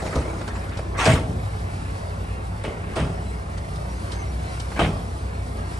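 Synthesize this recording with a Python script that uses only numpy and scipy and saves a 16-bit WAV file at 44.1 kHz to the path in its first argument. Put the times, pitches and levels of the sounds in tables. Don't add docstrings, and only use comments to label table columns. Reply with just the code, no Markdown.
import sys
import numpy as np
from scipy import signal
from scipy.fft import rfft, irfft, next_fast_len
from scipy.io import wavfile
from scipy.ndimage import uniform_filter1d, map_coordinates

SR = 44100
rng = np.random.default_rng(int(sys.argv[2]) if len(sys.argv) > 2 else 0)


def master(y):
    cut = np.clip(np.atleast_2d(y).T, -1, 1)
    pcm = np.round(cut * 32767)
    wavfile.write(sys.argv[1], SR, pcm.astype(np.int16))


N = 255339

# frequency in Hz, t60 (time to fall 60 dB) in seconds.
SITE_DECAY = [(100, 0.85), (500, 0.82), (2000, 0.1), (9000, 0.29)]
# frequency in Hz, lead of the right channel in radians.
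RIGHT_LEAD = [(30, 0), (200, 0.1), (690, 2.07), (1400, 3), (2300, 4.5), (4300, 5.5), (6000, 6.5), (7200, 6),
              (8700, 4), (9800, 10), (10700, 8), (11300, 12.5)]
# frequency in Hz, left-right likeness from -1 to 1.
MACHINE_LIKENESS = [(60, 1), (130, 0.88), (270, 0.87), (600, 0.53), (1400, 0.52), (2400, 0.89),
                    (5000, 0.51), (6800, 0.39), (8300, 1), (10300, 1)]
ROCK_LIKENESS = [(150, 1), (350, 0.94), (1000, 0.9), (3000, 0.081), (6500, 0.86), (8800, 0.85),
                 (10000, -0.99)]

# frequency in Hz, relative spectral density in dB.
SOIL_SPECTRUM = [(1500, -4), (3000, 5.5), (4400, 6), (5500, 4.5), (6600, -1), (8300, 4.5), (10500, 4.5),
                 (11400, -2)]
RUMBLE_SPECTRUM = [(20, -11.5), (35, -8), (50, -1), (70, 5.5), (105, 1.5), (135, -2.5), (175, 2),
                   (250, -15), (400, -18.5), (800, -47.5)]
CLATTER_SPECTRUM = [(130, -29), (220, -3.5), (290, -6), (450, -5.5), (700, -8), (1050, -8), (1500, -13),
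                    (2200, -15.5), (3000, -26.5), (4000, -37), (5200, -63), (8800, -68)]
SCRAPE_SPECTRUM = [(180, -5), (300, -3), (520, 2.5), (750, 0.5), (1060, -2.5), (1350, -1), (2200, -5.5),
                   (3200, -17), (4300, -15.5), (8900, -18), (11400, -17)]
GRIND_SPECTRUM = [(1000, -24), (1700, 4), (2200, 8), (2700, 7), (3600, 2), (4400, -8), (5500, -20),
                  (9000, -35)]
STONE_CRUNCH_SPECTRUM = [(600, -0.5), (1250, 6.5), (2200, 1), (3000, -7), (4200, -24), (6000, -31),
                         (11000, -66)]
CLICK_SPECTRUM = [(1500, -36), (3000, 3), (4800, 4.5), (6500, -3.5), (9000, -2.5), (11500, -9)]
PUSH_SPECTRUM = [(25, -29.5), (70, 12.5), (130, 7), (250, -4.5), (600, -10), (1500, -38), (4000, -52),
                 (11000, -74)]
CRACK_SPECTRUM = [(60, -3), (300, -4), (700, 5), (1400, -7.5), (3000, -15), (6000, -15), (11000, -43)]
THUD_SPECTRUM = [(25, -7), (55, -31), (85, -19), (125, 7.5), (170, 1.5), (250, -8), (400, -12.5),
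                 (900, -45)]
CLANG_SPECTRUM = [(180, -4.5), (300, 1.5), (480, -0.5), (680, -2.5), (800, -3.5), (1000, -7), (1400, -10.5),
                  (2000, -30), (4000, -71)]
HEAP_CRUNCH_SPECTRUM = [(600, 2.5), (1300, 7.5), (2100, 1.5), (3200, 5), (4200, -9), (6000, -37),
                        (11000, -66)]
SPRAY_SPECTRUM = [(1800, -11), (3500, 1), (5400, 0), (7000, -5.5), (9000, 2), (11400, -7.5)]

# pitch in Hz, level in dB.
PUMP_TONES = [(421, -52.5), (560, -64), (685, -54)]
# time in seconds, level in dB.
SOIL_LEVELS = [(0, -46.5), (.9, -50), (2.0, -45.5), (2.3, -49), (2.85, -51), (3.9, -47), (4.35, -46.5),
               (4.5, -43.5), (5.1, -47.5), (5.79, -47.5)]
# middle in seconds, length in seconds, pitch in Hz, level in dB.
HINGE_SQUEAKS = [(3.285, .08, 4030, -52), (3.3, 0.15, 7960, -55), (3.915, .06, 5650, -53),
                 (3.966, .06, 6380, -56), (4.16, .045, 6280, -50), (4.207, .065, 6230, -48),
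                 (4.215, .06, 5950, -54), (4.285, .07, 5730, -53), (4.484, .11, 4080, -50),
                 (4.535, .07, 5560, -53)]
# harmonic of the firing rate, starting level in dB.
FAR_EXHAUST = [(2, -45), (3, -50)]
# time in seconds, firing rate in Hz, second and third harmonics in dB.
NEAR_EXHAUST = [(0, 30.82, -34.5, -36.5), (1.1, 31.44, -34, -33), (2.2, 30.61, -35, -34.5),
                (4.4, 30.96, -32.5, -38.5), (5.79, 31.04, -31.5, -32.5)]
# multiple of the crankshaft rate, level in dB.
CRANK_ORDERS = [(5, -41), (7, -45.5), (8, -48), (10, -40.5), (11, -62), (12, -46), (15, -46), (16, -54.5),
                (17, -52), (21, -52.5)]
# frequency in Hz, width in Hz, gain in dB.
COVER_MODES = [(558, 44, -7), (730, 91, -6), (810, 56, -26), (2726, 27, -2)]
BED_MODES = [(471, 23, -3), (656, 30, -9), (845, 27, -10), (960, 12, -14), (1113, 25, -3.5),
             (1344, 47, -11), (1626, 44, -7), (1906, 110, -2), (2106, 34, 0.5), (2265, 25, 2.5),
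             (2470, 51, -8), (2560, 27, 3), (2980, 28, -10), (3140, 30, -6), (3790, 12, 3), (4140, 36, -22)]

# start in seconds, level in dB.
GATE_BLOWS = [(2.638, -39.5), (2.648, -34), (2.681, -41)]
# frequency in Hz, relative level in dB, t60 in seconds.
GATE_MODES = [(426.4, 4.5, 0.44), (590, -0.5, 0.67), (715, 0, 0.36), (1030, -16, 0.23), (1510, -20, .15),
              (2100, 4.5, 0.079), (2520, -9, .14), (2900, -6, 0.19), (3460, -18, 0.18)]
# start and length in seconds, level in dB, fade in dB per second.
SLIDES = [(-.06, 0.84, -35.5, 12.5), (0.964, 0.19, -20, 29), (2.857, 0.26, -47, -2),
          (4.732, 0.15, -37.5, 5)]
# start in seconds, level in dB, t60 in seconds.
GRINDS = [(0.713, -43.5, 0.14), (0.981, -27.5, 0.55), (1.11, -34, 0.18), (2.635, -42, 0.09),
          (2.98, -38, 0.13), (4.824, -29, 0.12)]
# start in seconds, knock, crunch and click in dB, t60 in seconds.
STONES = [(.062, -36, -35, -45, 0.057), (.124, -28.5, -34, -46, 0.17), (.154, -27, -50, -37.5, .06),
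          (.213, -52, -48, -46, .025), (.252, -29, -47, -54, 0.087), (.33, -28, -55, -56, 0.042),
          (.412, -33.5, -40, -49, 0.076), (.476, -37, -36, -40, 0.072), (.484, -38, -47, -48, 0.046),
          (.553, -49, -38, -51, .06), (.64, -38, -39, -52, 0.047), (.692, -49, -45, -47, .04),
          (.712, -60, -37, -64, 0.26), (.771, -35, -59, -39.5, 0.075), (.788, -34.5, -47.5, -53, 0.29),
          (.948, -34, -35, -60, 0.28), (1.054, -41, -22, -24, 0.064), (2.639, -44, -39, -53, 0.041),
          (3.575, -50, -46, -41.5, 0.098), (3.757, -53, -58, -43.5, 0.052),
          (4.117, -48, -39.5, -36.5, 0.16), (4.597, -36.5, -42, -36, 0.1), (4.714, -36, -38.5, -62, 0.12),
          (4.76, -36, -32, -54, 0.35), (4.791, -24, -23.5, -52, 0.072), (4.816, -22, -31, -50, 0.06)]
# start in seconds, pitch in Hz, level in dB, t60 in seconds.
PANEL_STRIKES = [(0.157, 484, -28, 0.33), (0.16, 314, -33.5, 1.3), (0.985, 903, -28.5, 0.64),
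                 (1.057, 640, -20.5, 0.34), (1.07, 263, -26.5, 0.87), (2.96, 560, -31, 0.27),
                 (4.792, 1226, -27, 0.14), (4.796, 647, -23, 0.23)]
# start in seconds, lowest mode in Hz, level in dB, t60 in seconds.
BODY_BOOMS = [(1.07, 118.1, -18.5, 0.57), (1.28, 150, -27, 0.3), (1.29, 84.4, -23.5, 0.31),
              (2.99, 132.2, -24.5, 0.64), (4.812, 160.2, -22, .4)]
# frequency ratio to the lowest, relative level in dB.
BODY_MODES = [(1, 0.5), (1.25, -1.5), (1.955, -10)]
# start in seconds, push in dB, crack in dB.
BOULDERS = [(0.1591, -17, -18), (0.175, -13.5, -24), (0.189, -16.5, -20), (1.065, -27, -7),
            (1.076, -19, -14), (1.0828, -8, -24), (1.096, -19, -24), (1.1375, -8.5, -28), (1.189, -18, -36),
            (1.317, -23, -44), (2.651, -34, -26), (2.68, -16.5, -38), (2.964, -24, -20),
            (3.004, -14.5, -19), (3.034, -23, -32), (4.798, -21, -19), (4.808, -26, -14), (4.821, -22, -17),
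            (4.832, -19, -25), (4.862, -15, -30), (4.891, -15, -26)]
# start in seconds, thud, clang, crunch and spray in dB, length factor.
HEAPS = [(0.155, -37, -28, -41, -40.5, 0.59), (1.052, -20.5, -22, -21.5, -27.5, 0.99),
         (1.284, -34, -49, -61.5, -70, 0.92), (2.637, -45, -32.5, -43, -44.5, 0.8),
         (2.956, -24, -25.5, -31.5, -37.5, 1.18), (4.789, -22.5, -24.5, -25.5, -37, 0.98)]


def amp(db):
    return 10 ** (np.asarray(db) / 20)


def unit(x):
    return x / np.sqrt(np.mean(x ** 2) + 1e-20)


def along(points, hz):
    f, v = np.transpose(points)
    return np.interp(np.log(hz + 1), np.log(f + 1), v)


def curves(rows):
    times, *columns = np.transpose(rows)
    return [np.interp(np.arange(N) / SR, times, column) for column in columns]


def wobble(rate):
    return map_coordinates(rng.standard_normal(4096), [np.arange(N) * rate / SR + 2], mode="wrap")


def filtered(x, response):
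    size = next_fast_len(N + SR // 2)
    return irfft(rfft(x, size) * response(np.fft.rfftfreq(size, 1 / SR)), size)[..., :N]


def coloured(pair, spectrum, likeness=ROCK_LIKENESS):
    def mid_side_gains(hz):
        angle = np.arccos(np.clip(along(likeness, hz), -1, 1)) / 2
        return amp(along(spectrum, hz)) * [np.cos(angle), np.sin(angle)]
    mid, side = filtered(pair, mid_side_gains)
    return unit(np.array([mid + side, mid - side]))


def grit(rate, spread_db):
    return rng.standard_normal((2, N)) * amp(spread_db * np.clip(wobble(rate), -2, 2))


def patchy(pair, depth_db, size=512):
    bands = signal.stft(pair, nperseg=size)[2]
    swell = uniform_filter1d(rng.standard_normal(bands.shape[1:]), size=4, axis=0)
    swell = uniform_filter1d(swell, size=5, axis=1)
    return signal.istft(bands * amp(depth_db * unit(swell)), nperseg=size)[1][:, :N]


def wavering(x, depth_db, split_hz):
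    treble = filtered(x, lambda hz: hz ** 4 / (hz ** 4 + split_hz ** 4))
    return x + treble * (amp(depth_db * wobble(7.6) - 0.67) - 1)


def ringing(x, modes):
    return filtered(x, lambda f: 1 + sum(
        amp(db) * 1j * f * width / (hz * hz - f * f + 1j * f * width) for hz, width, db in modes))


def from_right(x):
    return filtered(x, lambda hz: np.exp(.5j * along(RIGHT_LEAD, hz) * np.array([[-1], [1]])))


def burst(start, rise, t60):
    t = np.maximum(np.arange(N) / SR - start, 0)
    shape = (1 - np.exp(-(t / rise) ** 2)) * np.exp(-np.log(1000) * t / t60)
    return shape / (shape.max() + 1e-12)


def pulse(spectrum, size=8192):
    cepstrum = irfft(np.log(amp(along(spectrum, np.fft.rfftfreq(size, 1 / SR)))))
    cepstrum[1:size // 2] *= 2
    cepstrum[size // 2 + 1:] = 0
    shape = irfft(np.exp(rfft(cepstrum)))
    return shape / np.abs(shape).max()


def tone(cycles, drift, flutter_db):
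    phase = 2 * np.pi * (cycles + rng.random()) + drift * wobble(4)
    return unit(np.sin(phase) * amp(flutter_db * wobble(7)))


def bank_echo(x, delay_s=0.03):
    hz, t, bands = signal.stft(rng.standard_normal((2, N)), SR, nperseg=256)
    decay = np.exp(-np.log(1000) * t / along(SITE_DECAY, hz)[:, None])
    tail = signal.istft(bands * decay, SR, nperseg=256)[1][:, :N]
    tail = coloured(tail, [(60, -2), (160, 6.0), (9000, -0.5)])[:, :SR]
    tail = np.pad(tail / np.linalg.norm(tail[0]), ((0, 0), (round(delay_s * SR), 0)))
    return signal.fftconvolve(x, tail, axes=1)[:, :N]


def pumps():
    t = np.arange(N) / SR
    return sum(amp(db) * tone(hz * t, drift=1.0, flutter_db=2.0) for hz, db in PUMP_TONES)


def soil():
    grains = patchy(grit(600, spread_db=0.5), depth_db=2.5, size=2048) * amp(1.3 * wobble(23.51))
    return amp(curves(SOIL_LEVELS)[0]) * from_right(coloured(grains, SOIL_SPECTRUM, MACHINE_LIKENESS))


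def hinge(sag_per_s=0.12):
    out = np.zeros(N)
    slips = np.cumsum(rng.normal(0, 0.06, N))
    for middle, length, hz, db in HINGE_SQUEAKS:
        t = np.arange(N) / SR - middle
        active = np.abs(t) < length / 2
        t = t[active]
        cycles = hz * (t - sag_per_s * t ** 2 / 2)
        out[active] += amp(db) * np.cos(np.pi * t / length) * np.sin(2 * np.pi * cycles + slips[active])
    return out


def far_diesel(firing_hz=28.53, gain_db_per_s=0.8):
    firings = np.cumsum(firing_hz + 0.668 * wobble(3)) / SR
    swell = amp(gain_db_per_s * np.arange(N) / SR)
    return swell * sum(amp(db) * tone(harmonic * firings, drift=0.99, flutter_db=1.5)
                       for harmonic, db in FAR_EXHAUST)


def near_diesel(hunt_hz=0.099):
    firing_hz, second_db, third_db = curves(NEAR_EXHAUST)
    firings = np.cumsum(firing_hz + hunt_hz * wobble(2.59)) / SR
    turns = firings / 3
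    exhaust = amp(second_db) * tone(2 * firings, drift=0.45, flutter_db=2.0)
    exhaust += amp(third_db) * tone(3 * firings, drift=0.32, flutter_db=0.5)
    for order, db in CRANK_ORDERS:
        exhaust += amp(db) * tone(order * turns, drift=0.82, flutter_db=4.0)
    beat = np.cos(2 * np.pi * firings)
    throb = grit(20, spread_db=0.5) * amp(2.3 * beat)
    rumble = amp(-36) * coloured(throb, RUMBLE_SPECTRUM, MACHINE_LIKENESS)
    rattle = patchy(grit(110, spread_db=1.0), depth_db=2.5, size=2048) * amp(0.14 * beat)
    clatter = amp(-37) * coloured(rattle, CLATTER_SPECTRUM, MACHINE_LIKENESS)
    clatter = wavering(clatter, depth_db=2.2, split_hz=2000)
    return exhaust + from_right(rumble + ringing(clatter, COVER_MODES))


def tailgate():
    out = np.zeros(N + SR)
    t = np.arange(SR // 2) / SR
    for start, db in GATE_BLOWS:
        for hz, mode_db, t60 in GATE_MODES:
            jitter = 0.069 * np.sqrt(hz / GATE_MODES[0][0])
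            phase = 2 * np.pi * (hz * t + rng.random()) + np.cumsum(rng.normal(0, jitter, len(t)))
            envelope = (1 - np.exp(-t / 0.0015)) * np.exp(-np.log(1000) * t / t60)
            level = amp(db + mode_db + rng.normal(0, 2.1))
            out[round(start * SR):][:len(t)] += level * envelope * np.sin(phase)
    return out[:N]


def slides(attack_s=0.023, t60=0.16):
    level = np.zeros(N)
    for start, length, db, fade_db_per_s in SLIDES:
        t = np.maximum(np.arange(N) / SR - start, 0)
        attack = 1 - np.exp(-(t / attack_s) ** 2)
        release = np.exp(-np.log(1000) * np.maximum(t - length, 0) / t60)
        level += amp(db - fade_db_per_s * np.minimum(t, length)) * attack * release
    jerks = amp(0.33 * wobble(33.4))
    scrape = patchy(grit(600, spread_db=1.5), depth_db=5.0)
    return level * jerks * coloured(scrape, SCRAPE_SPECTRUM)


def grinds():
    level = sum(amp(db) * burst(start, rise=0.014, t60=t60) for start, db, t60 in GRINDS)
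    gravel = patchy(grit(500, spread_db=2.0), depth_db=2.0)
    return level * coloured(gravel, GRIND_SPECTRUM)


def stones(pebble_count=4, pebble_t60=0.2):
    knock, crunch, click = np.zeros((3, N))
    slide_start, slide_length = SLIDES[0][:2]
    pebble_starts = slide_start + slide_length * rng.random(pebble_count)
    pebble_dbs = rng.normal(-49, 2, pebble_count)
    pebbles = [(start, db + 13.5, db, db, pebble_t60) for start, db in zip(pebble_starts, pebble_dbs)]
    for start, knock_db, crunch_db, click_db, t60 in list(STONES) + pebbles:
        blow = burst(start, rise=0.0022, t60=t60)
        knock += amp(knock_db) * blow
        crunch += amp(crunch_db) * blow
        click += amp(click_db) * burst(start - .002, rise=0.0037, t60=t60)
    knocks = knock * coloured(grit(200, spread_db=-3.0), CLANG_SPECTRUM)
    crunches = crunch * coloured(patchy(grit(360, spread_db=1.5), depth_db=4.5), STONE_CRUNCH_SPECTRUM)
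    clicks = click * coloured(grit(650, spread_db=1.5), CLICK_SPECTRUM)
    return knocks + crunches + clicks


def panels(width_hz=92):
    out = np.zeros((2, N))
    for start, hz, db, t60 in PANEL_STRIKES:
        spectrum = [(hz / 2, -50), (hz - width_hz, -14), (hz, 0), (hz + width_hz, -14), (2 * hz, -50)]
        clang = coloured(rng.standard_normal((2, N)), spectrum)
        out += amp(db) * burst(start, rise=0.0085, t60=t60) * clang
    return out


def body_booms():
    t = np.arange(N) / SR
    out = np.zeros(N)
    for start, hz, db, t60 in BODY_BOOMS:
        ring = sum(amp(mode_db) * tone(ratio * hz * t, drift=0.52, flutter_db=0.0)
                   for ratio, mode_db in BODY_MODES)
        out += amp(db) * burst(start, rise=0.0083, t60=t60) * unit(ring)
    return out


def boulders():
    push_hits, crack_hits = np.zeros((2, N))
    for start, push_db, crack_db in BOULDERS:
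        push_hits[round(start * SR)] += amp(push_db)
        crack_hits[round(start * SR)] += amp(crack_db)
    pushes = signal.fftconvolve(push_hits, pulse(PUSH_SPECTRUM))[:N]
    cracks = signal.fftconvolve(crack_hits, pulse(CRACK_SPECTRUM))[:N]
    return pushes + ringing(cracks, BED_MODES)


def heaps():
    thud, clang, crunch, spray = np.zeros((4, N))
    for start, thud_db, clang_db, crunch_db, spray_db, stretch in HEAPS:
        thud += amp(thud_db) * burst(start + 0.016, rise=0.0093, t60=0.56 * stretch)
        clang += amp(clang_db) * burst(start, rise=0.0032, t60=0.51 * stretch)
        crunch += amp(crunch_db) * burst(start, rise=0.0072, t60=0.35 * stretch)
        spray += amp(spray_db) * burst(start, rise=0.00069, t60=0.46 * stretch)
    return (thud * coloured(grit(44, spread_db=-3.5), THUD_SPECTRUM)
            + clang * coloured(grit(200, spread_db=-0.5), CLANG_SPECTRUM)
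            + crunch * coloured(patchy(grit(400, spread_db=1.0), depth_db=2.5), HEAP_CRUNCH_SPECTRUM)
            + spray * coloured(grit(700, spread_db=2.2), SPRAY_SPECTRUM))


def scene():
    rock = ringing(slides() + heaps() + stones(), BED_MODES)
    rock += panels() + grinds() + boulders() + body_booms() + tailgate()
    background = near_diesel() + far_diesel() + pumps() + soil() + hinge()
    return background + rock + amp(-19.5) * bank_echo(rock)


def record(dry):
    return filtered(dry, lambda hz: hz < 11400)


dry = scene()
out = record(dry)
master(out)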